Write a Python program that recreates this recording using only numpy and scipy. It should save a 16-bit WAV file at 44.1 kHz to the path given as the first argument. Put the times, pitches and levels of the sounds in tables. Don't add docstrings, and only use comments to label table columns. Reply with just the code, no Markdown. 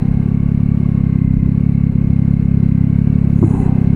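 import sys
import numpy as np
from scipy import signal
from scipy.fft import rfft, irfft
from scipy.io import wavfile

SR = 44100
rng = np.random.default_rng(int(sys.argv[2]) if len(sys.argv) > 2 else 0)


def wrap_up_sound(samples):
    columns = np.atleast_2d(samples).T
    tamed = np.clip(columns, -1, 1)
    steps = np.round(tamed * 32767).astype(np.int16)
    wavfile.write(sys.argv[1], SR, steps)


def attenuation_scalar(level_db):
    decades = np.asarray(level_db, float) / 20
    return 10 ** decades


N = 174195

# time_s, firing_rate_hz
FIRING_RATE = [(0.0, 32.96), (0.292, 34.89), (0.433, 34.62), (0.768, 35.54), (0.819, 34.46), (1.196, 33.06),
               (1.464, 32.94), (1.61, 34.99), (1.883, 34.15), (2.245, 33.51), (2.245, 34.36),
               (2.605, 34.01), (2.826, 33.12), (3.102, 36.0), (3.232, 33.88), (3.282, 34.7), (3.664, 32.09),
               (3.95, 34.74)]
# time_s, level_db
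FIRING_LOAD = [(0, -4.5), (1, -4), (2, -3.5), (3, -3), (3.95, -2.5)]
CYLINDER_LEVELS = [.3, -.9, .2]
# time_s, change_db
WEAK_FIRINGS = [(.232, -3), (1.400, -6), (1.927, -7), (2.017, -2), (2.369, -3), (3.421, -2.2), (3.450, -7),
                (3.481, -1.5), (3.542, -2), (3.572, -4), (3.602, -1.5), (3.633, -1.5)]
# lag_s, gain
PULSE_COPIES = [(-.0037, -.17), (.0132, .11)]
# start_s, level_db, contact_cut_hz
DOG_IMPACTS = [
    (3.4167, -12, 520),
    (3.4273, 2.6, 900),
    (3.4354, 2.5, 800),
    (3.4382, -1.5, 353),
    (3.4449, -4.6, 230),
    (3.4532, -5.6, 265),
    (3.462, -12.9, 245),
]
# pitch_hz, level_db, t60_s
GEARBOX_MODES = [(105, -5.7, .085), (203, -8, .065), (312, -7.3, .045), (674, -24, .008), (1030, -23, .01)]
# pitch_hz, width_hz, level_db
JUDDER_MODES = [(165, 35, -24), (262, 25, -19), (65, 30, -22)]
# time_s, level_db
CLUTCH_DRAG = [(0, -11), (.3, -17), (.6, -39), (3.42, -40.5), (3.46, -6.5), (3.55, -1), (3.66, 0.5),
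               (3.76, -8), (3.95, -16.5)]
# pitch_hz, width_hz, level_db
DRIVELINE_MODES = [(385, 70, -31), (764, 150, -35), (900, 420, -39), (1600, 250, -53), (2630, 200, -57),
                   (4010, 100, -66)]
# multiple_of_firing_rate, level_db, width_hz, swing_db, peak_turn
GEAR_WHINES = [(63, -53, 94, 2.5, .8), (32.4, -55, 43, 3, .8), (75.2, -65.5, 120, 10.5, 1)]
# time_s, level_db
TOOTH_LOAD = [(0, 2), (1, 3.5), (1.2, 0), (2.4, -1.5), (2.9, -2), (3.95, 0)]
# pitch_hz, level_db
CASING_SPECTRUM = [(40, -4), (250, -9), (400, -15.5), (600, -24), (1200, -34), (2800, -41.5), (3400, -52),
                   (15000, -70.5)]
# pitch_hz, width_hz, level_db
PANEL_MODES = [(343.7, 120, -42.5), (1556, 190, -59), (4040, 650, -69.5), (5670, 400, -85),
               (8400, 890, -79.5), (11130, 810, -79)]
# time_s, level_db
ROLLING_EFFORT = [(0, 2), (.3, -0.5), (1, 1.5), (1.2, -1), (2.5, 0), (3.95, 2.5)]
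# time_s, level_db
BRAKE_PRESSURE = [(3.1, -25), (3.3, -17), (3.4, -5), (3.47, 0), (3.6, 0), (3.66, -5), (3.72, -12),
                  (3.83, -15), (3.95, -28)]
# pitch_hz, width_hz, level_db
DISC_MODES = [(6400, 500, -65), (7030, 600, -61), (7880, 230, -63), (9600, 170, -63), (10600, 170, -67),
              (8400, 3500, -62), (14800, 1000, -75)]
# time_s, level_db
WIND_LEVEL = [
    (0, -25),
    (.22, -25.5),
    (.35, -34),
    (1.2, -34.5),
    (1.4, -21),
    (1.6, -34.5),
    (1.95, -31.5),
    (2.05, -22),
    (2.15, -36),
    (3.95, -36),
]


def in_time(rows):
    times_s, values = np.transpose(rows)
    return np.interp(np.arange(N) / SR, times_s, values)


def rms_one(x):
    return x / np.sqrt(np.mean(np.abs(x) ** 2) + 1e-20)


def drift(rate_hz):
    r = np.exp(-2 * np.pi * rate_hz / SR)
    noise = rng.standard_normal(N + SR)
    return rms_one(signal.lfilter([1], [1, -2 * r, r * r], noise)[SR:])


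def swell(at_s, length_s):
    return np.exp(-.5 * ((np.arange(N) / SR - at_s) / length_s) ** 2)


def throb(turns, swing_db, peak_turn):
    return attenuation_scalar(swing_db * np.cos(2 * np.pi * (turns - peak_turn)))


def ring(x, hz, t60_s):
    r, w = attenuation_scalar(-60 / (t60_s * SR)), 2 * np.pi * hz / SR
    return signal.lfilter([0, np.sin(w)], [1, -2 * r * np.cos(w), r * r], x + 1e-18)


def resonant_noise(modes, patchy_db=1.5):
    out = 0.
    for hz, width_hz, db in modes:
        r = np.exp(-np.pi * width_hz / SR)
        section = [0.94, 0.00056, -1, 1, -2 * r * np.cos(2 * np.pi * hz / SR), r * r]
        tone = rms_one(signal.sosfilt([section] * 2, rng.standard_normal(N)))
        out = out + attenuation_scalar(db + patchy_db * drift(11)) * tone
    return out


def exhaust(turns):
    puff_s, scatter_db = 0.001629, .55
    pipe_hz, pipe_t60_s, pipe_db = 264, .11, -17
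    at = np.flatnonzero(np.diff(np.floor(turns)) > 0)
    db = in_time(FIRING_LOAD)[at] + np.resize(CYLINDER_LEVELS, len(at))
    db = db + scatter_db * rng.standard_normal(len(at))
    for s, change_db in WEAK_FIRINGS:
        db[np.argmin(abs(at / SR - s))] += change_db
    firings = np.zeros(N)
    firings[at] = attenuation_scalar(db)

    t = np.arange(-1200, 1201) / SR

    def puff(lag_s):
        x = (t - lag_s) / puff_s
        return (x ** 2 - 1) * np.exp(-.5 * x ** 2)

    direct = signal.oaconvolve(firings, puff(0), "same")
    pipe = ring(direct, pipe_hz, pipe_t60_s) * 2 * np.pi * pipe_hz / SR
    echoed_puff = puff(0) + sum(gain * puff(lag_s) for lag_s, gain in PULSE_COPIES)
    shake = attenuation_scalar(-28 + 2 * drift(16)) * np.cos(2 * np.pi * (turns + 0.1))
    return signal.oaconvolve(firings, echoed_puff, "same") + attenuation_scalar(pipe_db) * pipe + shake


def afterburn():
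    fade_s = .05
    fade = 0.
    for s, change_db in WEAK_FIRINGS:
        age = np.maximum(np.arange(N) / SR - s, 0) / fade_s
        fade = fade - change_db * age * np.exp(1 - age)
    return fade * resonant_noise([(345, 120, -54)])


def gear_change():
    hits = np.zeros(N)
    for s, db, cut_hz in DOG_IMPACTS:
        contact = signal.windows.hann(int(SR / cut_hz))
        start = int(s * SR)
        hits[start:start + len(contact)] += attenuation_scalar(db) * contact
    hits = signal.sosfilt(signal.butter(2, 70.0, "high", fs=SR, output="sos"), hits + 1e-18)
    clunk = sum(attenuation_scalar(db) * 2 * np.pi * hz / SR * ring(hits, hz, t60_s) for hz, db, t60_s in GEARBOX_MODES)
    judder = swell(3.58, .05) * resonant_noise(JUDDER_MODES)
    drag = attenuation_scalar(in_time(CLUTCH_DRAG) + 1.0 * drift(25)) * resonant_noise(DRIVELINE_MODES)
    return clunk + judder + drag


def gears(turns):
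    out = 0.
    for multiple, db, width_hz, swing_db, peak_turn in GEAR_WHINES:
        phase = 2 * np.pi * multiple * turns
        tone = rms_one(drift(width_hz) * np.cos(phase) + drift(width_hz) * np.sin(phase))
        load_db = (multiple < 40) * in_time(TOOTH_LOAD)
        out = out + attenuation_scalar(db + load_db) * throb(turns, swing_db, peak_turn) * tone
    return out


def casing(turns):
    hz, db = np.transpose(CASING_SPECTRUM)
    f = np.maximum(np.arange(N // 2 + 1) * SR / N, 1)
    spectrum = attenuation_scalar(np.interp(np.log(f), np.log(hz), db))
    broad = rms_one(irfft(rfft(rng.standard_normal(N)) * spectrum, N))
    noise = attenuation_scalar(-29.5) * broad + resonant_noise(PANEL_MODES)
    effort = attenuation_scalar(in_time(ROLLING_EFFORT) + 1.0 * drift(23))
    return noise * throb(turns, swing_db=0.5, peak_turn=.02) * effort


def valves(turns):
    ticks_per_s = 1500
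    born = rng.random(N) < ticks_per_s / SR * throb(turns, swing_db=13, peak_turn=0.96)
    sizes = attenuation_scalar(5.8 * np.minimum(rng.exponential(1, N), 4)) * rng.choice([-1, 1], N)
    band = signal.butter(2, [5000, 13500], "band", fs=SR, output="sos")
    return attenuation_scalar(-72.5) * rms_one(signal.sosfilt(band, born * sizes))


def brake():
    squeak = swell(3.33, .1) * resonant_noise([(15000, 700, -73.5)], patchy_db=4)
    return attenuation_scalar(in_time(BRAKE_PRESSURE)) * resonant_noise(DISC_MODES, patchy_db=2.5) + squeak


def wind():
    band = signal.butter(2, [27, 65], "band", fs=SR, output="sos")
    low = signal.sosfilt(band, rng.standard_normal(N + SR))[SR:]
    return attenuation_scalar(in_time(WIND_LEVEL) + 1 * drift(5)) * rms_one(low)


def scene():
    rate_hz = in_time(FIRING_RATE)
    turns = .1267 + np.cumsum(rate_hz) / SR + rate_hz[0] * .001
    engine = exhaust(turns) + afterburn() + gears(turns) + casing(turns) + valves(turns)
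    return (engine + gear_change() + brake() + wind())[None]


def band_limit(x):
    return signal.sosfilt(signal.butter(12, 15720, fs=SR, output="sos"), x)


def record(dry):
    bass_cut = signal.butter(1, 5.5, "high", fs=SR, output="sos")
    mix = np.clip(signal.sosfilt(bass_cut, dry), -1, 1)
    return band_limit(mix)


dry = scene()
out = record(dry)
wrap_up_sound(out)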